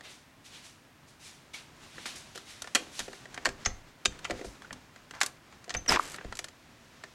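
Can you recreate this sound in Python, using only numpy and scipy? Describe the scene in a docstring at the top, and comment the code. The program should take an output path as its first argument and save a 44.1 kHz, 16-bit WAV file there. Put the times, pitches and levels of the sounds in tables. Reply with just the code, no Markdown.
"""The latch and sash of a sliding metal window click and rattle as someone opens it at night in a small room.
Each impact excites the modes of the frame and the hollow sash, and jolts make the pane thump. Stick-slip
friction squeaks on the track; the sash scrapes free, its seal pops, and it rolls a little way and settles.
Before that, cloth curtains rustle as the person pushes through. Soft shuffling and steady room noise lie
underneath, and a faint hiss of the night enters through the gap."""
import sys
import numpy as np
from scipy import signal
from scipy.fft import rfft, irfft, next_fast_len
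from scipy.io import wavfile
from scipy.ndimage import uniform_filter1d, map_coordinates

SR = 44100
rng = np.random.default_rng(int(sys.argv[2]) if len(sys.argv) > 2 else 0)


def master(y):
    """Save y as 16-bit WAV."""
    cut = np.clip(np.atleast_2d(y).T, -1, 1)
    pcm = np.round(cut * 32767)  # scale
    wavfile.write(sys.argv[1], SR, pcm.astype(np.int16))


N = 314874

# Latch and sash snapping home. Each row: start in seconds, level in dB, knock, bite and fizz in dB relative
# to it, leading ring in Hz, t60 in seconds, lead of the first touch in seconds, touch level in dB.
SNAPS = [(2.753, -22, -11, 0, -11.5, 2380, 0.043, .004, -28.5),
         (3.001, -37, -12.5, -2.5, -13, 1530, 0.046, 0.009, -38.5),
         (3.4553, -22.5, -15.5, -3.5, -15, 1830, .033, 0.0053, -42.5),
         (3.659, -27.5, -13.5, -3, -32, 6030, 0.041, 0.0097, -46),
         (4.056, -26, -10, 6, -13.5, 2950, 0.028, 0.0046, -41),
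         (4.2497, -33, -18, -7, -21, 2210, 0.041, 0.005, -46),
         (5.213, -22.5, -26, -1.5, -9.5, 1800, 0.038, 0.0082, -48),
         (5.704, -36.5, -17, -1, -22, 1910, .036, .01, -44.5),
         (5.748, -31, -10, -7.5, -21.5, 1720, 0.038, 0.0076, -43)]
# Taps of loose metal. Each row: start in seconds, level in dB, hardness in dB.
TAPS = [(.008, -49.5, -4.5), (1.981, -42.5, -23), (2.057, -39, -7), (2.357, -50.5, 5), (2.376, -44.5, 0),
        (2.62, -44, 6.5), (2.643, -44, -6), (2.673, -43, -4), (3.13, -45, -4.5), (3.255, -45, -10),
        (3.343, -46.5, 1.5), (3.363, -50, -23), (3.376, -36.5, -9.5), (3.464, -30.5, -4.5),
        (3.489, -38.5, -2.5), (4.19, -51, 0), (4.307, -34, -4), (4.62, -47.5, -5), (4.707, -40.5, -19),
        (4.728, -46, 2.5), (4.96, -52, -4), (5.109, -45.5, -1.5), (5.2315, -34, 4.5), (5.2618, -45.5, 10.5),
        (5.642, -55.5, 2), (5.861, -44.5, -6), (5.9596, -26.5, -11), (6.143, -40.5, -4.5),
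        (6.184, -41, -22), (6.21, -44.5, -15), (6.324, -38, -8), (6.353, -52.5, 6.5), (6.37, -53, 7.5),
        (6.39, -37.5, 3), (6.442, -42.5, 3), (6.484, -52, 2), (7.037, -41, -6)]
# Dull knocks of the sash in its frame. Each row: start in seconds, level in dB, leading ring in Hz.
KNOCKS = [(2.355, -48, 403), (3.08, -41, 330), (3.47, -35.5, 300), (4.298, -32.5, 640), (4.311, -35, 385),
          (4.392, -42.5, 536), (4.412, -39.5, 410), (4.445, -40, 510), (5.678, -46.5, 670),
          (6.246, -41, 280)]
# Resonances of the metal. Each row: frequency in Hz, bandwidth in Hz, gain in dB.
FRAME_MODES = [(386, 22, -12), (720, 42, -26), (1160, 190, -13), (1390, 116, -4.5), (1608, 84, -8.5),
               (1780, 105, -4.5), (1927, 140, -6), (2365, 170, -13.5), (2860, 900, -12), (3210, 160, -14.5),
               (3610, 460, -14.5), (4100, 75, -8.5), (4530, 520, -11), (5180, 120, -13), (6230, 120, -7),
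               (6600, 180, -12.5), (7020, 150, -2), (7700, 190, -5), (7940, 130, -19), (11040, 660, -11),
               (12900, 300, -13)]
TRACK_MODES = [(6180, 10, -1), (6400, 7.7, 1), (6640, 9, -10)]
# Modes of the hollow sash and the glass. Each row: frequency in Hz, relative level in dB, t60 in seconds.
SASH_MODES = [(241.6, -15, 0.3), (330.4, -4, 0.3), (396.4, -0.5, 0.17), (502, -4.5, 0.25), (533, -23, 0.26),
              (714, -1, 0.095)]
PANE_MODES = [(20.8, -2.5, 0.47), (48.7, 3, 0.25), (58.6, -7, 0.29), (78.4, -8.5, 0.36), (96, -9, 0.41),
              (117, -6.5, 0.29), (163, -9.5, 0.21), (200.5, -3, 0.2), (249.3, -6, 0.26), (289, -12.5, 0.32),
              (396, -22, 0.16), (537, -19, 0.22)]
# Jolts of the pane. Each row: start in seconds, level in dB.
JOLTS = [(3.001, -52), (3.466, -42), (3.663, -34), (4.071, -40), (4.312, -43), (4.459, -48), (4.712, -53),
         (5.746, -39.5), (5.895, -39), (6.25, -43.5)]
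# The rubber seal letting go. Each row: start in seconds, pitch in Hz, relative level in dB, t60 in seconds.
POPS = [(5.918, 940, -10, 0.016), (5.9233, 1340, -10, 0.012), (5.9617, 1360, -19, 0.013),
        (5.965, 1010, -22, 0.036), (5.972, 1100, -7, 0.0093), (5.9959, 1184, -3, 0.011)]
# Squeaks of the curtain runners and the track.
# Each row: start and length in seconds, first and last pitch in Hz, level in dB.
SQUEAKS = [(1.537, 0.022, 2155, 2310, -41.5), (3.651, 0.0072, 4900, 5830, -30),
           (3.658, 0.0079, 6080, 6150, -24.5), (3.6584, 0.0096, 6660, 6500, -25.5),
           (4.645, 0.0094, 1480, 1440, -42), (5.765, 0.015, 6160, 6160, -30.5),
           (5.878, 0.014, 5770, 5730, -24), (5.8902, 0.0083, 5100, 5230, -15.5)]
# Strokes of cloth. Each row: start and rise in seconds, rubbing level in dB, hiss in dB relative to it.
STROKES = [(0.026, 0.031, -48.5, -10), (.07, 0.043, -54.5, 0), (.437, 0.027, -55, 0.5),
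           (.5, 0.058, -50, -6), (.62, 0.038, -54.5, 1), (1.07, 0.017, -65, 4), (1.19, 0.082, -52, 0),
           (1.533, 0.01, -43, -5), (1.79, 0.053, -57.5, -4), (1.895, 0.14, -50.5, -5.5),
           (2.054, 0.0072, -38.5, -4), (2.153, 0.0073, -49.5, 3), (2.348, 0.0041, -48.5, -5),
           (2.45, 0.058, -50.5, -2), (2.78, 0.047, -54, -6), (2.912, 0.079, -47.5, 0.5),
           (3.098, 0.059, -56.5, -0.5), (4.36, .017, -54.5, -3), (4.44, 0.01, -57, 6.5)]
# Spectra of the impacts, friction and background noises. Each row: frequency in Hz, relative level in dB.
CONTACT_SPECTRUM = [(130, -4.5), (330, -7.5), (650, 2), (2000, -1), (3100, 1.5), (5000, 2.5), (8000, -5),
                    (9500, -9), (12500, -20.5), (16000, -39)]
GRIND_SPECTRUM = [(40, -5), (160, 0.5), (400, 2.5), (1100, 0), (2000, 2.5), (3500, -4.5), (6000, -7.5),
                  (8500, -21), (16000, -39)]
ROLL_SPECTRUM = [(300, 5), (2000, 1), (5500, 2.5), (8200, 4.5), (10000, -1.5), (12500, -6), (16000, -36)]
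LATCH_RUB_SPECTRUM = [(300, -10), (900, 0.5), (1600, 1), (3000, -11), (6500, -15), (12000, -36)]
CLOTH_RUB_SPECTRUM = [(200, -12), (600, -6), (1300, -5.5), (2200, 0), (3800, 1), (5500, -9), (9000, -22),
                      (16000, -35)]
CLOTH_HISS_SPECTRUM = [(2000, -42), (4200, -0.5), (5800, 2.5), (8000, -1.5), (9500, -4), (11500, -10),
                       (16000, -35)]
SHUFFLE_SPECTRUM = [(20, -9), (40, -3), (65, 0), (230, 0.5), (500, -6), (1700, -7), (3000, -12),
                    (7000, -16.5), (14000, -40.5)]
NIGHT_SPECTRUM = [(500, 3.5), (2000, 3.5), (6000, 0), (9000, -10), (16000, -31)]
AIR_SPECTRUM = [(12, -56), (20, -18), (156, -4), (189, -14.5), (243, -6.5), (487, -17.5), (608, -14),
                (896, -16), (1030, -13), (1120, -16.5), (1840, -16.5), (15200, -37)]
# Envelopes of the shuffling and the night outside. Each row: time in seconds, relative level in dB.
SHUFFLE_LEVELS = [(0, -59), (.35, -74), (.55, -59.5), (.9, -70), (1.7, -56), (2.0, -55), (2.9, -57.5),
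                  (3.6, -50), (3.9, -60.5), (4.3, -49.5), (5.0, -59), (5.4, -61.5), (5.8, -55), (6.25, -53),
                  (6.5, -59.5), (7.1, -65)]
NIGHT_LEVELS = [(5.9, -85), (6.55, -68.5), (6.95, -61.5)]
# Reverberation of the room. Each row: frequency in Hz, t60 in seconds.
ROOM_DECAY = [(100, 0.41), (400, 0.51), (1500, 0.22), (6300, 0.22), (10000, 0.2), (16000, 0.32)]


def impacts(ring_db=8, scatter_db=3.2, lead_q=5, onset_s=0.00054, hum_db=-7):
    """Modal excitation: each contact drives frame and sash with a sharp blow and a brief chatter."""
    size = 8192
    out, t, hz = np.zeros(N), np.arange(size) / SR, np.fft.rfftfreq(size, 1 / SR)
    bands_hz = [(600, 2500), (200, 600), (2500, 8300), (8300, 16000)]  # middle, knock, bite, fizz
    filters = [signal.butter(3, band, "band", fs=SR, output="sos") for band in bands_hz]
    attack = t < .009  # each band's level is set over this span
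    taper = np.minimum(1, 2 * (1 - t / t[-1])) ** 2
    modes, contact = frame_modes(hz), amp(along(CONTACT_SPECTRUM, hz))
    contacts = snaps() + [tap(*row) for row in TAPS] + [knock(*row) for row in KNOCKS] + rattles()
    for s, db, knock_db, bite_db, fizz_db, lead_hz, t60, room_db in contacts:
        envelope = (fade(t, t60) + amp(-1) * fade(t, 0.0057)) * (1 - np.exp(-t / onset_s))
        force = rng.standard_normal(size) * envelope
        # each point of contact drives the modes differently
        mode_gains = amp(ring_db + scatter_db * rng.standard_normal((len(modes), 1)))
        body = 1 + np.sum(mode_gains * modes, axis=0)
        struck_part = 1 + resonance(hz, lead_hz, lead_hz / lead_q)
        ring = irfft(rfft(force) * contact * body * struck_part) * taper
        hit = amp(db + knock_db + hum_db) * ringing(SASH_MODES, t)
        for sos, weight_db in zip(filters, (0, knock_db, bite_db, fizz_db)):
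            band = signal.sosfilt(sos, ring)
            hit += amp(db + weight_db) * band / np.std(band[attack])
        add(out, s, hit)
        add(out, s, amp(room_db) * signal.fftconvolve(hit, room_tail()))
    return out


def snaps(touch_bite_db=6, touch_hz=5940, touch_room_db=-14.5):
    """Double impact: a light, bright touch precedes the full blow."""
    rows = []
    for s, db, knock_db, bite_db, fizz_db, hz, t60, early, touch_db in SNAPS:
        room_db = -13.5 + 12 * np.log2(t60 / .036)  # longer chatter fills the room more
        rows.append((s - early, touch_db, knock_db, touch_bite_db, fizz_db + 12, touch_hz, t60, touch_room_db))
        rows.append((s, db, knock_db, bite_db, fizz_db, hz, t60, room_db))
    return rows


def tap(s, db, hardness_db, knock_db=-9.5, t60=0.03, room_db=-15):
    """Contact stiffness: the harder a light impact, the brighter and higher it rings."""
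    lead_hz = 6000 if hardness_db > 1 else 1660  # hard taps ring the catch, soft ones the frame
    fizz_db = -8.5 + 1.75 * hardness_db
    return s, db, knock_db, hardness_db, fizz_db, lead_hz, t60, room_db


def knock(s, db, lead_hz, knock_db=7.5, bite_db=-6.5, fizz_db=-21, t60=.042, room_db=-16):
    """Soft, heavy impact: the energy lies mostly in the lowest band."""
    return s, db - knock_db, knock_db, bite_db, fizz_db, lead_hz, t60, room_db


def rattles(count=8, span_s=(3.3, 6.35), db=-53, hardness_db=-6, spread_db=2):
    """Intermittent contact: loose metal taps at random while the sash is handled."""
    times = rng.uniform(*span_s, count)
    scatter = spread_db * rng.standard_normal((count, 2))
    return [tap(s, db + louder, hardness_db + harder) for s, (louder, harder) in zip(times, scatter)]


def frame_modes(hz):
    """Resonance: the frame responds as a set of damped oscillators, one row a mode."""
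    centre, width, db = np.transpose(FRAME_MODES)[:, :, None]
    return amp(db) * resonance(hz, centre, width)


def pane(even_jolt_db=-41.5):
    """Free vibration: the heavy glass booms after each jolt, deeper after the hard ones."""
    out, t = np.zeros(N), np.arange(SR // 2) / SR
    for s, db in JOLTS:
        db_per_octave = 0.42 * (even_jolt_db - db)
        modes = [(hz, level + db_per_octave * np.log2(max(hz / 60, 1)), t60)
                 for hz, level, t60 in PANE_MODES]
        add(out, s, amp(db) * ringing(modes, t))
    return out


def slide(break_s=5.879, roll_s=5.985, crossover_hz=5000):
    """Sliding, then rolling friction: the sash grinds loose and rolls with a gritty crackle."""
    scrape_level = amp(-27) * swell(break_s, attack=0.014, length=0.08, t60=0.066)
    grit_level = amp(-35.5) * swell(break_s, attack=0.014, length=0.052, t60=0.066)
    rumble_level = amp(-43.5) * swell(roll_s, attack=0.0081, length=0.0081, t60=0.9)
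    roll_level = amp(-47.5) * swell(roll_s, attack=0.0081, length=0.18, t60=0.018)
    grind = coloured(grains(3500, smooth=0.8), GRIND_SPECTRUM) * amp(0.5 * wobble(140))
    rollers = coloured(grains(1100, smooth=0.6), ROLL_SPECTRUM)
    through_frame = unit(filtered(rollers, lambda hz: 1 + frame_modes(hz).sum(axis=0)))
    # the rollers catch unevenly, in the low crunch and the fine grit apart
    crunch = filtered(through_frame, lambda hz: 1 / (1 + (hz / crossover_hz) ** 2))
    grit = through_frame - crunch
    roll = crunch * amp(2.1 * wobble(99)) + grit * amp(2.7 * wobble(170))
    return (scrape_level + rumble_level) * grind + (grit_level + roll_level) * roll


def seal_pops(gain_db=-2, onset_s=0.0006):
    """Release of adhesion: the seal comes unstuck in hollow, heavily damped tones."""
    out, t = np.zeros(N), np.arange(SR // 10) / SR
    for s, hz, db, t60 in POPS:
        tone = np.sin(2 * np.pi * hz * t) + amp(-40) * rng.standard_normal(len(t))
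        add(out, s, amp(db + gain_db) * tone * fade(t, t60) * (1 - np.exp(-t / onset_s)))
    return out


def squeaks(waver_depth=.016):
    """Stick-slip oscillation: metal sings for milliseconds at a shrill, unsteady pitch."""
    out = np.zeros(N)
    for s, length, start_hz, end_hz, db in SQUEAKS:
        n = int(length * SR)
        waver = unit(uniform_filter1d(rng.standard_normal(SR // 10), size=30))[:n]
        pitch_hz = np.linspace(start_hz, end_hz, n) * (1 + waver_depth * waver)
        phase = 2 * np.pi * np.cumsum(pitch_hz) / SR
        tone = np.sin(phase) + amp(-33) * np.sin(2 * phase)
        add(out, s, amp(db) * signal.windows.tukey(n, .5) * tone)
    return out


def track_ring(x):
    """Sympathetic resonance: the track's lightly damped modes ring on after the drive x."""
    return filtered(x, lambda hz: sum(amp(db) * resonance(hz, f, width) for f, width, db in TRACK_MODES))


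def latch_rub(start_s=5.135, db=-45):
    """Dry friction: a hand rubs dully over the latch, easing off as it comes away."""
    level = amp(db) * swell(start_s, attack=0.0032, length=0.0032, t60=.45)
    return level * coloured(grains(3000, smooth=.9), LATCH_RUB_SPECTRUM)


def curtain():
    """Friction of cloth on cloth: the strokes are incoherent noises, so their powers add."""
    t = np.arange(SR) / SR
    drag = amp(-61.5) * swell(1.69, attack=.2, length=1.3, t60=.6)  # over the person's shoulder
    rub_power, hiss_power = drag ** 2, (amp(-2) * drag) ** 2
    for s, rise, db, hiss_db in STROKES:
        settle = fade(np.maximum(t - rise, 0), t60=0.34 + 1.96 * rise)  # slow strokes settle slowly
        stroke = amp(db) * np.minimum(t / rise, 1) ** 0.75 * settle
        add(rub_power, s, stroke ** 2)
        add(hiss_power, s, (amp(hiss_db) * stroke) ** 2)
    rub = coloured(grains(9000, smooth=1.63), CLOTH_RUB_SPECTRUM) * np.sqrt(rub_power)
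    hiss = coloured(grains(9000, smooth=0.8), CLOTH_HISS_SPECTRUM) * np.sqrt(hiss_power)
    return (rub + hiss) * amp(0.17 * wobble(90))


def room_tail(build_s=0.0026):
    """Diffuse reverberation: an impulse response in which each frequency decays at its own rate."""
    hz, t, spectra = signal.stft(rng.standard_normal(SR // 3), SR, nperseg=256)
    tail = signal.istft(spectra * fade(t, along(ROOM_DECAY, hz)[:, None]), SR, nperseg=256)[1]
    tail *= 1 - np.exp(-np.arange(len(tail)) / SR / build_s)
    return tail / np.linalg.norm(tail)


def background(air_db=-59, shuffle_gain_db=-2, waver_db=2.2):
    """Broadband noise: the steady room, the night let in by the gap, and a person shuffling."""
    air = amp(air_db) * coloured(rng.standard_normal(N), AIR_SPECTRUM)
    night = amp(curve(NIGHT_LEVELS)) * coloured(rng.standard_normal(N), NIGHT_SPECTRUM)
    shuffle_level = amp(curve(SHUFFLE_LEVELS) + shuffle_gain_db + waver_db * wobble(25))
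    shuffle = shuffle_level * coloured(rng.standard_normal(N), SHUFFLE_SPECTRUM)
    return air + night + shuffle


def resonance(hz, centre, width):
    """Frequency response of a damped oscillator, 1 at its centre."""
    return 1j * hz * width / (centre * centre - hz * hz + 1j * hz * width)


def ringing(modes, t, onset_s=0.0042):
    """Modal superposition: decaying sines with new strengths and phases for each blow."""
    tones = sum(amp(db + rng.normal(0, 2.9)) * fade(t, t60) * np.sin(2 * np.pi * (hz * t + rng.random()))
                for hz, db, t60 in modes)
    return tones * (1 - np.exp(-t / onset_s))


def grains(rate, smooth):
    """Shot noise: tiny random slips, rate a second, over a share of even noise."""
    slips = (rng.random(N) < rate / SR) * rng.standard_normal(N)
    return unit(unit(slips) + smooth * rng.standard_normal(N))


def wobble(rate):
    """Random modulation: a smooth curve with rate knots a second."""
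    return map_coordinates(rng.standard_normal(int(N * rate / SR) + 4), [np.arange(N) * rate / SR])


def swell(start, attack, length, t60):
    """Envelope, in seconds: a linear rise, a hold until start + length, then exponential decay."""
    t = np.arange(N) / SR - start
    return np.clip(t / attack, 0, 1) * fade(np.maximum(t - length, 0), t60)


def fade(t, t60):
    """Exponential decay by 60 dB in t60 seconds."""
    return np.exp(-np.log(1000) * t / t60)


def filtered(x, response):
    """Linear filtering: the spectrum of x times a frequency response."""
    size = next_fast_len(len(x) + SR // 8)
    return irfft(rfft(x, size) * response(np.fft.rfftfreq(size, 1 / SR)), size)[:len(x)]


def coloured(x, spectrum):
    """Spectral shaping of x, at rms 1."""
    return unit(filtered(x, lambda hz: amp(along(spectrum, hz))))


def along(points, hz):
    """Interpolation of (Hz, value) points on a log axis."""
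    freqs, values = np.transpose(points)
    return np.interp(np.log(hz + 1), np.log(freqs + 1), values)


def curve(points):
    """Interpolation of (seconds, value) points at every sample."""
    return np.interp(np.arange(N) / SR, *np.transpose(points))


def amp(db):
    """Decibels to amplitude ratio."""
    return 10 ** (np.asarray(db) / 20)


def unit(x):
    """Normalisation to rms 1."""
    return x / np.sqrt(np.mean(x ** 2) + 1e-20)


def add(out, s, x):
    """Superposition of x on out from s seconds."""
    part = out[round(s * SR):][:len(x)]
    part += x[:len(part)]


def scene():
    """Superposition: the close window with a little reverberation, the curtain and the background."""
    hits, sash, shrill = impacts(), slide() + seal_pops(), squeaks()
    track = track_ring(shrill + amp(-6) * hits)
    direct = hits + latch_rub() + pane() + sash + shrill + track
    reverberation = signal.oaconvolve(amp(-21) * sash + amp(-14) * shrill, room_tail())[:N]
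    return (direct + reverberation + curtain() + background())[None]


def record(dry, top_hz=16000):
    """Band limiting: an ideal low-pass filter removes the highest treble."""
    return filtered(dry[0], lambda hz: hz < top_hz)[None]


dry = scene()
out = record(dry)
master(out)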